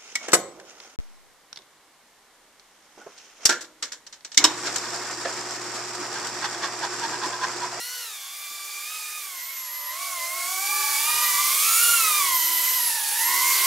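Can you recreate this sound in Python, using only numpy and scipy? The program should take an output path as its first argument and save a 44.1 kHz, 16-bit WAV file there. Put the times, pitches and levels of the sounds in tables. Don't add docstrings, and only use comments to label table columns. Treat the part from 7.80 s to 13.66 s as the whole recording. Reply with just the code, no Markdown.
import sys
import numpy as np
from scipy import signal
from scipy.io import wavfile
from scipy.ndimage import uniform_filter1d

SR = 44100
rng = np.random.default_rng(int(sys.argv[2]) if len(sys.argv) > 2 else 0)


def digitize_waveform(pressure):
    field = np.atleast_2d(pressure).T
    bounded = np.clip(field, -1, 1)
    quanta = np.round(bounded * 32767).astype(np.int16)
    wavfile.write(sys.argv[1], SR, quanta)


def magnitude_from_level(level_db):
    exponent = np.asarray(level_db, float) / 20
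    return 10 ** exponent


N = 258426

# (frequency [Hz], density [dB per Hz])
WIND_SPECTRUM = [(20, -4), (60, 4), (120, -4), (240, -3)]
# (time [s], peak level [dB])
KNOCK = [
    (.72, -50),
]
# (frequency [Hz], likeness [0-1])
MIC_LIKENESS = [(30, .3), (120, 0.97), (500, 1), (1500, 0.94), (3000, 0.7), (5000, 0.86), (9000, 0.77),
                (14000, 1)]
# (frequency [Hz], left minus right [dB])
MIC_LEAN = [(60, 0.0), (180, 12), (550, 0), (1650, -2), (4970, -1.5), (15000, -3.5)]
# (time [s], left minus right [dB])
BEARING_DB = [(0, .4), (.7, -1.2), (1.3, -2.8), (2.6, -2.3), (5.86, -2.3)]
# (frequency [Hz], density [dB per Hz])
ROAR_SPECTRUM = [(30, -62), (100, -48), (200, -51), (320, -16), (600, -7.5), (1200, -2.5), (2500, 1.5),
                 (4500, 3.5), (8000, 6)]
# (frequency [Hz], density [dB per Hz])
HISS_SPECTRUM = [(2000, -64), (4000, -1), (6000, 1), (8000, -2.5), (10500, 12.5), (12500, 14), (20000, -17)]
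# (time [s], hiss level [dB], roar level [dB])
FLIGHT_DB = [(0, -40.5, -43.5), (.2, -42, -42.5), (.42, -44.5, -45.5), (.98, -42, -44),
             (1.12, -40.5, -42.5), (1.42, -40.5, -44), (1.8, -46.5, -44.5), (2.08, -44.5, -44),
             (2.24, -37, -40), (2.4, -38, -41.5), (2.95, -31, -36), (3.45, -28.5, -31.5),
             (3.68, -27, -31.5), (4.03, -22.5, -31.5), (4.55, -29.5, -33.5), (5.0, -30.5, -34),
             (5.25, -31.5, -36), (5.72, -26.5, -30)]
# (time [s], rotor 1 [Hz], rotor 2 [Hz])
REAR_HZ = [(0.0, 1382, 1364), (0.2, 1402, 1324), (0.4, 1165, 1085), (0.79, 1182, 1170), (0.96, 1182, 1148),
           (1.39, 1240, 1205), (1.61, 1015, 947), (2.09, 1016, 951.4), (2.48, 1045, 1041),
           (2.58, 1126, 1093), (3.62, 1170, 1157), (3.83, 1226, 1132), (4.13, 1416, 1395),
           (4.53, 1066, 1031), (4.82, 1002, 961.7), (5.31, 905, 844.4), (5.7, 1163, 1077),
           (5.86, 1182, 1061)]
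# (time [s], rotor 3 [Hz], rotor 4 [Hz])
FRONT_HZ = [(0.0, 962, 970), (0.21, 961, 894), (0.4, 794, 725), (0.84, 813, 665), (1.38, 887, 743),
            (1.53, 742, 683), (1.86, 635, 591.5), (2.15, 627, 581), (2.49, 689.7, 616), (2.75, 748.8, 730),
            (3.22, 889.6, 851.5), (3.79, 1114, 1078), (4.12, 1156, 1080), (4.28, 1037, 978.4),
            (4.9, 986, 974.3), (5.3, 828.3, 801), (5.69, 1063, 997.7), (5.86, 1058, 996)]
# (time [s], half length [s], rear speed-up [%], front speed-up [%])
THROTTLE_JABS = [(0.148, 0.11, 6.0, 6), (0.608, 0.1, 1.15, 0.0), (1.151, 0.1, 4.0, 3.0),
                 (1.708, 0.098, 6.5, -1.1), (2.252, 0.1, 11.5, 16.5), (2.57, 0.074, -1.24, 1.1),
                 (2.95, 0.14, 3.5, 6), (3.351, 0.13, 6.5, 4), (3.961, 0.14, 5.5, 2.5),
                 (4.408, 0.057, 0.37, 3), (4.952, 0.13, 5, 3.5), (5.499, 0.074, 3.5, 0.1)]
# (time [s], level of rotors 1, 2, 3, 4 [dB each])
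FACING_DB = [(.2, -47.5, -59, -55.5, -63), (.5, -57.5, -54, -66, -72), (.75, -48.5, -53, -66, -69),
             (1.25, -48.5, -50.5, -61, -83), (1.75, -52, -57.5, -68, -79), (2, -47.5, -55.5, -68, -59),
             (2.25, -41.5, -41, -51, -53), (2.5, -50, -39.5, -50.5, -50), (3, -34, -40.5, -42.5, -41.5),
             (3.17, -45, -37.5, -43.5, -43), (3.5, -36, -31, -41, -37), (3.75, -37, -39.5, -42.5, -45.5),
             (4.1, -29, -28, -43.5, -47.5), (4.5, -41, -32, -42, -39.5), (4.85, -40, -47.5, -41, -42),
             (5.25, -42.5, -52, -46.5, -54), (5.5, -37.5, -36, -36, -41.5), (5.86, -44.5, -35, -37, -36)]
# (time [s], rear octave re tone [dB], front octave re tone [dB])
TILT_DB = [(0, 0, 10), (.3, 0.5, 3), (1.2, 4.5, 4), (1.8, 4.5, 11), (2.2, -1, -2), (2.6, 0, -4),
           (3.28, 3, -3.5), (3.45, -3.5, 0.5), (4.1, -3.5, 4.5), (4.6, -4, -3), (5.1, -4, 3.5),
           (5.86, 3, -2)]
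# (time [s], rear whine [dB], front whine [dB])
STRAIN_DB = [(0, -12, -8), (.4, -6, -6), (1.4, -6, -6), (1.6, 3, -6), (2.08, 6, -8), (2.2, -8, -6),
             (2.4, -3, 0), (2.7, -6, -2), (2.9, -2, -7), (3.45, -5, -2), (3.7, -8, -2), (4.0, -14, -10),
             (4.42, -12, -10), (4.55, 0, 3), (5.0, 3, 2), (5.2, 1, -1), (5.42, 4, -6), (5.86, -6, -3)]
MOTOR_WHINE_DB = [-14, -10, -13, -11]
REAR_ORDERS_DB = [-57, -54, -53, -54, -56, -58]
# (time [s], half length [s], blade order [multiple], lift [dB])
BANK_FLARES = [(.6, .9, 3, 9), (.1, .22, 4, 10), (.1, .25, 3, 6), (.9, .45, 4, 6), (1.0, .4, 6, 6),
               (3.2, .5, 4, 7), (3.0, .5, 6, 5), (3.1, .4, 8, 8), (3.55, .3, 3, 6), (2.9, .5, 7, 5),
               (4.0, .3, 5, 8), (4.0, .3, 7, 12), (4.5, .5, 3, 8), (5.75, .25, 4, 4)]
# (multiple of blade rate, level re roar [dB])
REAR_UPPER = [(9, -31), (10, -18.5)]
# (multiple of blade rate, level re roar [dB])
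FRONT_UPPER = [(3, -17.5), (4, -22), (6, -34), (8, -36)]
# (multiple of shaft rate, relative level [dB])
SHAFT_ORDERS = [(1, 0), (2, -5.5), (4, 6)]
# (time [s], shaft tone level [dB])
WOBBLE_DB = [(0, -63), (.25, -61), (.5, -95), (.75, -69.5), (1.5, -70), (1.9, -84), (2.5, -66.5),
             (3, -55.5), (3.6, -63.5), (4, -52), (4.3, -57.5), (4.8, -56), (5.25, -83), (5.5, -56.5),
             (5.86, -52)]
# (frequency [Hz], width [Hz], lift [dB])
FRAME_RINGS = [(3450, 500, 3), (11700, 1500, 12), (14300, 900, 9)]


def rms_one(x):
    return x / np.sqrt(np.mean(x ** 2) + 1e-20)


def in_time(rows):
    times, *columns = np.transpose(rows)
    return np.array([np.interp(np.arange(N) / SR, times, column) for column in columns])


def at_hz(points, hz):
    table_hz, values = np.transpose(points)
    return np.interp(np.log(hz), np.log(table_hz), values)


def drift(rate):
    r = np.exp(-80 * np.pi * rate / SR)
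    steps = rng.standard_normal(N // 40 + 2002)
    slow = signal.lfilter([1], [1, -2 * r, r * r], steps)[2000:]
    return np.interp(np.arange(N) / 40, np.arange(len(slow)), rms_one(slow))


def swell(time, half):
    u = np.linspace(-2.5, 2.5, 81)
    return np.interp(np.arange(N) / SR, time + half * u, np.exp(-np.abs(u) ** 3))


def banded_noise(spectrum, patchy_db):
    out, together = 0, drift(3.5)
    lowest, highest = spectrum[0][0], spectrum[-1][0]
    edges = lowest * 2 ** np.arange(0, np.log2(highest / lowest) + .4, .5)
    white = rng.standard_normal((2, 2, N))
    for k, (low, high) in enumerate(zip(edges, edges[1:])):
        band = signal.butter(2, [low, min(high, .45 * SR)], "band", fs=SR, output="sos")
        mid, side = signal.sosfilt(band, white[k % 2])
        hz = np.sqrt(low * high)
        alike = np.clip(at_hz(MIC_LIKENESS, hz), 0, 1)
        flicker_db = patchy_db * (0.31 * together + drift(9.3))
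        lean_db = at_hz(MIC_LEAN, hz) / 2 * np.array([[1], [-1]])
        gain = magnitude_from_level(at_hz(spectrum, hz) + flicker_db + lean_db)
        out = out + gain * (np.sqrt(1 + alike) * mid + np.sqrt(1 - alike) * side * [[1], [-1]])
    return rms_one(out)


def wind():
    return magnitude_from_level(-95) * banded_noise(WIND_SPECTRUM, patchy_db=3.0)


def microphone_knock():
    t = np.arange(N) / SR
    shape = sum(magnitude_from_level(db) * np.exp(-((t - time) / 0.0074) ** 2) for time, db in KNOCK)
    body = signal.butter(4, [190, 330], "band", fs=SR, output="sos")
    return shape * rms_one(signal.sosfilt(body, rng.standard_normal(N))) / 3


def blade_rates():
    inertia_s = .045
    set_hz = np.r_[in_time(REAR_HZ), in_time(FRONT_HZ)]
    eased_hz = uniform_filter1d(set_hz, size=int(inertia_s * SR), mode="nearest")
    lift = 0
    for time, half, rear, front in THROTTLE_JABS:
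        lift = lift + swell(time, half) * np.array([[rear], [front]]) / 100
    return eased_hz * (1 + lift[[0, 0, 1, 1]])


def blade_angles(rates, together, apart):
    throttle = together * drift(16)
    nudges = np.array([1 + throttle + own * drift(16) for own in apart])
    return 2 * np.pi * np.cumsum(rates * nudges, axis=1) / SR + rng.uniform(0, 99, (4, 1))


def downwash(angles, hiss_db, roar_db, air_db):
    gate = rms_one(1 + 0.23 * np.cos(angles[0]) + 0.3 * np.cos(angles[1]) + 0.45 * np.cos(angles[2]))
    hiss = banded_noise(HISS_SPECTRUM, patchy_db=0.28)
    high_pass = signal.butter(3, 12300, "high", fs=SR, output="sos")
    top = signal.sosfiltfilt(high_pass, hiss)
    hiss = hiss + (magnitude_from_level(air_db - 1) - 1) * top
    roar = banded_noise(ROAR_SPECTRUM, patchy_db=1.23)
    return magnitude_from_level(hiss_db + 5.5) * gate * hiss + magnitude_from_level(roar_db + 4.0) * roar


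def frame_db(hz):
    grid = np.arange(0, SR / 2, 50)
    lift_db = sum(db * np.exp(-((grid - at) / width) ** 2) for at, width, db in FRAME_RINGS)
    return np.interp(hz, grid, lift_db)


def partial(angle, level_db, flutter_db, apart):
    return np.sqrt(2) * magnitude_from_level(level_db + flutter_db * drift(11.5)) * np.sin(angle + apart)


def rear_order_levels(thrust_db):
    orders_db = np.array(REAR_ORDERS_DB)[:, None] + .8 * thrust_db
    for time, half, order, db in BANK_FLARES:
        orders_db[round(order) - 3] += db * swell(time, half)
    return orders_db


def rotor_tones(rates, angles, thrust_db, roar_db):
    blade_db, tilt_db, strain_db = in_time(FACING_DB), in_time(TILT_DB), in_time(STRAIN_DB)
    shaft_db = in_time(WOBBLE_DB)[0]
    orders_db = rear_order_levels(thrust_db)
    out = 0
    for k, angle in enumerate(angles):
        pair = k // 2
        sway = drift(1.36) * np.array([[1], [-1]])
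        out += partial(angle, blade_db[k], flutter_db=2.5, apart=.15 * sway)
        out += partial(2 * angle, blade_db[k] + tilt_db[pair], flutter_db=3.0, apart=.13 * sway)
        whine_db = roar_db + strain_db[pair] + MOTOR_WHINE_DB[k] + frame_db(12 * rates[k])
        out += partial(12 * angle, whine_db, flutter_db=2.5, apart=.2 * sway)
        for order, level_db in FRONT_UPPER if pair else REAR_UPPER:
            out += partial(order * (angle + k), roar_db + level_db + 4, flutter_db=2.5, apart=.3 * sway)
        if pair == 0:
            hidden_db = [3.5, -1.5][k]
            for order, level_db in enumerate(orders_db, 3):
                line_db = level_db + hidden_db + frame_db(order * rates[k])
                out += partial(order * (angle + k), line_db, flutter_db=2.0, apart=.2 * sway)
            for order, level_db in SHAFT_ORDERS:
                line_db = shaft_db + level_db - 10 * k
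                out += partial(order * angle / 3, line_db, flutter_db=1.5, apart=.1 * sway)
    return out


def scene():
    hiss_db, roar_db = in_time(FLIGHT_DB)
    thrust_db = hiss_db + 34
    rates = blade_rates()
    angles = blade_angles(rates, together=.005, apart=[.003, .003, .008, .008])
    pan_db = in_time(BEARING_DB) * np.array([[.4], [-.4]])
    air_db = -7 + .18 * thrust_db
    air = downwash(angles, hiss_db, roar_db, air_db) * magnitude_from_level(pan_db + [[1], [-1]])
    tones = rotor_tones(rates, angles, thrust_db, roar_db) * magnitude_from_level(pan_db)
    return wind() + microphone_knock() + air + tones


def band_limit(x):
    return signal.sosfilt(signal.butter(12, 17010, fs=SR, output="sos"), x)


def record(dry):
    top_cut = signal.ellip(14, .3, 45, 15760, fs=SR, output="sos")
    mix = signal.sosfilt(top_cut, dry)
    return band_limit(mix)


dry = scene()
out = record(dry)
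digitize_waveform(out)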